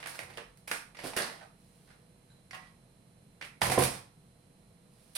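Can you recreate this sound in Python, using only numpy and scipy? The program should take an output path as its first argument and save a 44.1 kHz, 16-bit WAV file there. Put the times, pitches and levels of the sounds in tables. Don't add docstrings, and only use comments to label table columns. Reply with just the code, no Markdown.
import sys
import numpy as np
from scipy import signal
from scipy.fft import rfft, irfft, next_fast_len
from scipy.io import wavfile
from scipy.ndimage import uniform_filter1d

SR = 44100
rng = np.random.default_rng(int(sys.argv[2]) if len(sys.argv) > 2 else 0)


def output_pcm(signal):
    pcm = np.clip(np.atleast_2d(signal).T, -1, 1) * 32767
    wavfile.write(sys.argv[1], SR, np.round(pcm).astype(np.int16))


N = 227987
TIME = np.arange(N) / SR

# (build-up t/s, fade t/s, first click level/dB)
FLIP = (0.0001, 0.00041, 0)
CRACK = (0.0004, 0.0015, -2.44)
CRUMPLE = (0.00081, 0.0092, -3)
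CREEP = (0.0055, 0.0044, -14)
# (t/s, level/dB, treble/dB, lower f/Hz, its level/dB, upper f/Hz, its level/dB, way it gives)
SNAPS = [(0.009, -25, 2, 1100, 1, 2200, 12, CRACK), (0.0284, -14.5, -31, 1820, 12.5, 2400, 12.5, CRACK),
         (0.0395, -13, -21, 1940, 6, 3000, 4, CRACK), (0.059, -8.5, -2, 1710, 11.5, 2250, 7.5, CRACK),
         (0.0705, -14, 10.5, 1600, 12.5, 2400, -3, CRACK), (0.080, -16, 6, 1400, -1, 3200, 8, FLIP),
         (0.093, -21, 13, 1900, 4, 4700, 2, CRACK), (0.131, -30, 4, 1300, 6, 2100, 7, CRACK),
         (0.1541, -17, 5, 1400, 10, 2550, 2, CRACK), (0.1909, -5.5, -1.5, 600, 0, 2150, 12.5, CRACK),
         (0.203, -21.5, 3, 800, 13, 2150, 3, CRACK), (0.233, -20, 7, 980, 7, 2000, 13, FLIP),
         (0.301, -18.5, -4, 890, 6, 2000, 11, CRUMPLE), (0.3728, -8.5, -7, 483, 10, 2750, 10, CRACK),
         (0.381, -15, -21, 1120, 14, 1650, 15.5, CRACK), (0.573, -39, 18.5, 2300, 10, 4700, 3, FLIP),
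         (0.6752, -9, 6, 1470, 3, 2350, 9, CREEP), (0.695, -24, -1, 1300, 5, 2400, -4, CRACK),
         (0.7142, 2.5, 1.5, 1580, 9.5, 2300, 7, FLIP), (0.947, -18, -14, 1340, 4, 2120, 9, CREEP),
         (0.9695, -18.5, -12, 2250, 12, 4700, 6.5, CRACK), (0.989, -16.5, -8, 910, 9.5, 2050, 18.5, CRACK),
         (0.999, -18, -5, 2100, 6, 4600, 8, CRACK), (1.013, -32, -4, 2300, 13, 4700, 8, CRACK),
         (1.041, -14, 9, 540, 11, 2600, 13, CRUMPLE), (1.069, -14.5, 10, 1700, -5, 3300, 8, CRACK),
         (1.1345, -8, -15, 844, 6, 2200, 2, FLIP), (1.1652, 0, 9.5, 397, 10, 1850, 6.5, CRUMPLE),
         (1.173, -8, -11, 1620, 14.5, 2700, 19.5, CRACK), (1.183, -2.5, -1, 506, 9, 1700, 13.5, CRUMPLE),
         (1.201, -10, -13, 603, 1, 1750, 21, CRACK), (1.221, -6, -13, 1750, 6, 4300, 14, FLIP),
         (1.242, -11.5, -2, 1100, -1, 1850, 8, CRACK), (1.410, -27, -14, 770, 21, 1530, 20, CREEP),
         (1.426, -24, -13, 716, 17.5, 1260, 15, CRUMPLE), (1.903, -31.5, -12, 1610, 18, 2700, 6, CREEP),
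         (2.5095, -18.5, -9, 2160, 17, 4700, 10, CRACK),
         (2.5315, -19.5, -13, 1910, 15, 2800, 16.5, CRUMPLE), (2.543, -15, 0, 1140, 13, 2000, 14.5, CREEP),
         (3.412, -13.5, -24, 1670, 11, 2250, 16, CRACK), (3.423, -11.5, -19, 2010, 12, 2650, 10.5, CRUMPLE),
         (3.442, -18, 4.5, 1490, -4, 2400, 14, CREEP), (3.6162, 6, -3, 835, 7.5, 1830, 11.5, CRACK),
         (3.6185, 2, -1, 1070, 11.5, 3100, 11, CRACK), (3.630, -1, 8.5, 960, 6, 2200, -2, CRUMPLE),
         (3.640, -5.5, -2, 910, 11, 3200, 5, FLIP), (3.654, -7, -2, 1000, 8, 2050, 11, CRACK),
         (3.669, -1.5, -9, 600, 5, 1050, 12, CRACK), (3.699, 3.5, -1, 900, 5, 2200, 3, CRACK),
         (3.7145, 1, 7, 800, -1, 2300, 1, CRUMPLE), (3.7185, 6, 0, 780, 9, 2000, 2, CRACK),
         (3.739, -2, 1, 860, 7, 2200, 3, CRACK), (3.777, 1, -21, 510, 15, 1600, 7, CRACK),
         (3.785, -3.5, 10.5, 990, 19.5, 10800, 12, CREEP), (3.790, -1, -8, 990, 6, 2100, 11, CRACK),
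         (3.808, -4, 1, 604, 5, 2300, 8, CRACK), (3.8235, 1.5, 7.5, 700, -1, 1120, 6, CRACK),
         (3.8365, -0.5, 14, 2420, 10, 3800, 1, CRACK), (3.851, -3.5, 5, 900, 2, 2300, 6, CRACK),
         (5.151, -20.5, 24, 2510, 12, 4200, 18.5, CREEP), (5.1598, -21.5, 23, 1430, -5, 4200, 23, FLIP),
         (5.1648, -19, 22, 2410, 9, 3500, 24.5, CRACK)]
PANEL_Q = (4.3, 4.3)
BEAMED_SHARE = 0.22

# (start t/s, length t/s, level/dB, treble/dB)
RUBS = [(0, 0.0029, -37.5, -23), (0.067, 0.1, -43, -0.5), (0.233, 0.14, -50, -8),
        (0.67, 0.096, -52.5, 16.5), (0.965, 0.062, -41, -18), (1.025, 0.054, -36.5, -1),
        (1.154, 0.068, -30, -5.5), (1.239, 0.089, -41.5, -8.5), (1.374, 0.019, -49, -29),
        (1.54, 0.32, -80, 20), (1.861, 0.052, -52, -19), (2.26, 0.054, -62, -25), (2.541, 0.13, -53.5, -22),
        (3.608, 0.053, -33.5, 8.5), (3.792, 0.021, -25.5, 4), (3.863, 0.083, -39.5, 1.5),
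        (4.86, 0.48, -81.5, 24)]
RUB_SWELL_SHARE = 0.28
RUB_FADE_DB_PER_S = 294
# range of pitches f/Hz, level/dB, sharpness
BUCKLE_HZ, BUCKLE_RING_DB, BUCKLE_Q = (1394, 4790), -11.5, 9.4
# (f/Hz, level/dB)
FILM_COLOUR = [(40, -30), (150, -10), (350, -1), (550, -0.5), (800, -3), (1100, -6.5), (1700, -7.5),
               (2300, -9), (3200, -10), (5000, -8.5), (6800, -14.5), (10000, -17.5), (16000, -16)]

# (brightness of the contact f/Hz, weight of the bass level/dB)
RICE, POUCH, BOWL_EDGE, BOWL_FOOT = (710, 13), (520, -10), (930, 13.2), (730, 0.65)
# (t/s, level/dB, what strikes)
KNOCKS = [(0.217, -52.5, RICE), (0.284, -52.5, RICE), (0.374, -47, POUCH), (0.714, -50, POUCH),
          (1.039, -32, POUCH), (1.046, -33, POUCH), (1.058, -40, POUCH), (1.167, -30, POUCH),
          (1.188, -36, POUCH), (3.617, -34.5, BOWL_EDGE), (3.666, -33, BOWL_EDGE),
          (3.697, -29.5, BOWL_FOOT), (3.720, -30, BOWL_FOOT), (3.7764, -15.5, BOWL_FOOT),
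          (3.7834, -27, BOWL_FOOT), (3.801, -30, BOWL_FOOT), (3.821, -33.5, BOWL_EDGE)]
# (f/Hz, level/dB, time to fall 60 dB t/s)
WORKTOP_MODES = [(66, -7.5, 0.06), (82, -5, 0.05), (104.7, -9, 0.18), (135, -14.5, 0.23),
                 (179, -15.5, 0.13), (226, -1.5, 0.043), (286, -6.5, 0.07), (359, -2, 0.098),
                 (418, -7, 0.055), (489, 4, 0.039), (548, 1.5, 0.045), (671, -4.5, 0.054), (769, -5, 0.074),
                 (900, -6.5, 0.0224), (1050, -2.5, 0.045)]

# (t/s, level/dB)
BOWL_TOUCHES = [(2.303, -58.5), (2.318, -62), (2.39, -67)]
# (f/Hz, level/dB, time to fall 60 dB t/s)
BOWL_MODES = [(1576, -12, 0.06), (3990, -1, 0.047), (7220, -13, 0.079)]
# (t/s, level/dB)
PAN_TOUCHES = [(2.532, -49.5), (2.541, -59.5)]
# (f/Hz, level/dB, time to fall 60 dB t/s)
PAN_MODES = [(746, 1, 0.15), (1085.5, 0, 0.12), (1410, -7, 0.1), (1685, -6, 0.17), (1950, 0, 0.22),
             (2314, -17.5, 0.4), (2810, -11, 0.089)]

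# (f/Hz, time to fall 60 dB t/s)
ROOM_T60 = [(100, 0.46), (400, 0.28), (1000, 0.41), (2000, 0.35), (5000, 0.33), (10000, 0.28),
            (16000, 0.16)]
# (f/Hz, correlation from -1 to 1)
LIKENESS = [(110, 0.94), (190, 1), (300, 0.74), (600, 0.63), (1200, 0), (3000, 0)]
# (f/Hz, rms level/dB)
HUM_LINES = [(129.2, -68.5), (166.9, -68.5), (484.5, -73), (667.5, -80.5), (4086, -79.5)]
# (f/Hz, level per Hz/dB)
AIR_COLOUR = [(15, -95), (28, -100), (45, -77.5), (60, -100), (84, -86.5), (105, -85), (175, -81.5),
              (270, -90), (520, -96.5), (850, -104), (1500, -110), (4200, -111), (6500, -116),
              (13300, -118), (14300, -134)]
# (f/Hz, level/dB)
LEFT_PORT = [(200, -2.5), (320, -6.5), (560, -6.5), (1000, -1.5), (2200, -2.5), (4000, -2), (8200, 2),
             (10000, -8), (12500, -13.5), (16000, -26)]
# (f/Hz, level/dB)
RIGHT_PORT = [(200, -2), (320, -3), (620, 2.5), (2200, 4.5), (4000, 0.5), (7300, -0.5), (9100, 14.5),
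              (9900, 12), (10800, 11.5), (12200, 3.5), (16000, -7)]
CUTOFF_HZ = 16100


def snaps(scatter_s=0.003, straight_db=-7, ring_db=1.0):
    cracks, rings = np.zeros((2, N)), np.zeros((2, N))
    age = TIME[:SR // 10]
    for s, level_db, treble_db, low_hz, low_db, high_hz, high_db, (build_s, fade_s, first_db) in SNAPS:
        run = (1 - np.exp(-age / build_s)) * np.exp(-age / fade_s)
        force = unit_energy(crackle(len(age), per_s=3200, spread_db=5) * run + 1e-18)
        force[0] += from_db(first_db)
        paths = unit_energy(diffuse(len(age)) * np.exp(-age / scatter_s))
        paths[:, 0] += from_db(straight_db)
        heard = signal.fftconvolve(force[None], paths, axes=1)[:, :len(age)]
        crack = from_db(level_db) * evened(heard)
        low_panel = from_db(low_db) * resonance(crack, low_hz, PANEL_Q[0])
        high_panel = from_db(high_db) * resonance(crack, high_hz, PANEL_Q[1])
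        half_bright = brightened(crack, treble_db / 2)
        add(cracks, s, brightened(half_bright, treble_db / 2))
        add(rings, s, from_db(ring_db) * (low_panel + high_panel))
    return cracks, rings


def rustle(per_s=380, spread_db=3, buckles_per_s=22):
    both, left, right = (crackle(N, per_s, spread_db) for _ in range(3))
    grains = both / 2 + np.array([left, right]) * np.sqrt(3) / 2
    rings = np.zeros(N)
    for hz in np.geomspace(*BUCKLE_HZ, 10):
        rings += resonance(crackle(N, buckles_per_s, spread_db), hz, BUCKLE_Q)
    grains = grains + from_db(BUCKLE_RING_DB) * rings / np.std(rings)
    out = np.zeros((2, N))
    for s, length, level_db, treble_db in RUBS:
        swell = np.clip((TIME - s) / (RUB_SWELL_SHARE * length), 0, 1)
        fade_db = RUB_FADE_DB_PER_S * np.clip(TIME - s - length, 0, 1)
        out += swell * from_db(level_db - fade_db) * brightened(grains, treble_db)
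    return out


def knocks(bass_hz=200):
    out, click = np.zeros(N), signal.unit_impulse(SR // 2)
    for s, level_db, (contact_hz, bass_db) in KNOCKS:
        push = from_db(level_db) * low_pass(click, contact_hz, order=2)
        for k, (hz, mode_db, t60) in enumerate(WORKTOP_MODES):
            sign = (-1) ** k
            gain = from_db(mode_db + bass_db * (hz < bass_hz))
            add(out, s, sign * gain * ring(push, hz, t60))
    return out


def pings(touches, modes):
    force = np.zeros(N)
    for s, level_db in touches:
        add(force, s, from_db([level_db]))
    return sum(from_db(mode_db) * ring(force, hz, t60) for hz, mode_db, t60 in modes)


def kitchen(x, tail_db, build_s=0.0028):
    size = next_fast_len(2 * SR // 3)
    age, hz = TIME[:size], np.arange(size // 2 + 1) * SR / size
    field, tail = rfft(diffuse(size)), 0
    band_hz = np.array(ROOM_T60)[:, 0]
    for own_band, (_, t60) in zip(np.eye(len(ROOM_T60)), ROOM_T60):
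        share = at_hz(np.column_stack([band_hz, own_band]), hz)
        decay = np.exp(-np.log(1000) * age / t60)
        tail = tail + irfft(field * share, size) * decay
    tail = evened(tail * (1 - np.exp(-age / build_s)), width_hz=154)
    return x + from_db(tail_db) * signal.fftconvolve(x, tail, axes=1)[:, :N]


def hob(hum_db=-2, waver_hz=4):
    hum = 0
    for hz, level_db in HUM_LINES:
        phase = np.cumsum(rng.standard_normal(N)) * np.sqrt(2 * np.pi * waver_hz / SR)
        peak = np.sqrt(2) * from_db(level_db + hum_db)
        hum = hum + peak * np.sin(2 * np.pi * hz * TIME + phase)
    air = coloured(diffuse(N), AIR_COLOUR) * np.sqrt(SR / 2)
    return hum + air


def crackle(size, per_s, spread_db):
    sizes_db = spread_db * np.minimum(rng.exponential(1, size), 4)
    heights = from_db(sizes_db) * rng.choice([-1, 1], size)
    clicks = heights * (rng.random(size) < per_s / SR)
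    return clicks / np.sqrt(np.mean(clicks ** 2) + 1e-18)


def diffuse(size):
    mid, side = rfft(rng.standard_normal((2, size)))
    alike = np.clip(at_hz(LIKENESS, np.arange(len(mid)) * SR / size), -1, 1)
    shared = np.sqrt((1 + alike) / 2) * mid
    opposed = np.sqrt((1 - alike) / 2) * side * [[1], [-1]]
    return irfft(shared + opposed, size)


def ring(force, hz, t60):
    r, w = from_db(-60 / (t60 * SR)), 2 * np.pi * hz / SR
    return signal.lfilter([0, np.sin(w)], [1, -2 * r * np.cos(w), r * r], force + 1e-18)


def resonance(x, hz, q):
    return signal.lfilter(*signal.iirpeak(min(hz, .45 * SR), q, fs=SR), x + 1e-18)


def evened(burst, width_hz=220):
    size = burst.shape[-1]
    for _ in range(3):
        spectrum = rfft(burst, 2 * size)
        power = uniform_filter1d(np.abs(spectrum) ** 2, round(2 * size * width_hz / SR))
        burst = irfft(spectrum / np.sqrt(np.abs(power) + 1e-12))[..., :size]
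    return unit_energy(burst)


def unit_energy(x):
    return x / np.linalg.norm(x, axis=-1, keepdims=True)


def coloured(x, spectrum):
    size = 2 * next_fast_len(N)
    gain = from_db(at_hz(spectrum, np.arange(size // 2 + 1) * SR / size))
    cepstrum = irfft(np.log(gain))
    cepstrum[1:size // 2] *= 2
    cepstrum[size // 2 + 1:] = 0
    return irfft(rfft(x, size) * np.exp(rfft(cepstrum)))[..., :N]


def brightened(x, treble_db, corner_hz=4500):
    body = low_pass(x, corner_hz)
    return body + from_db(treble_db) * (x - body)


def low_pass(x, hz, order=1):
    return signal.sosfilt(signal.butter(order, min(hz, .45 * SR), fs=SR, output="sos"), x + 1e-18)


def at_hz(points, hz):
    known, values = np.transpose(points)
    return np.interp(np.log(np.maximum(hz, 1)), np.log(known), values)


def from_db(db):
    return 10 ** (np.asarray(db) / 20)


def add(track, s, sound):
    start = max(round(s * SR), 0)
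    track[..., start:start + sound.shape[-1]] += sound[..., :max(N - start, 0)]


def scene():
    cracks, rings = snaps()
    plastic = coloured(cracks + rustle() + (1 - BEAMED_SHARE) * rings, FILM_COLOUR)
    beamed = coloured(BEAMED_SHARE * rings, FILM_COLOUR)
    ware = pings(BOWL_TOUCHES, BOWL_MODES) + pings(PAN_TOUCHES, PAN_MODES)
    worktop = np.tile(knocks(), (2, 1))
    in_room = kitchen(plastic + ware, tail_db=1.17) + kitchen(worktop, tail_db=-0.5)
    return beamed + in_room + hob()


def record(dry):
    ports = np.array([coloured(dry[0], LEFT_PORT), coloured(dry[1], RIGHT_PORT)])
    return signal.sosfilt(signal.ellip(10, .1, 80, CUTOFF_HZ, fs=SR, output="sos"), ports)


dry = scene()
out = record(dry)
output_pcm(out)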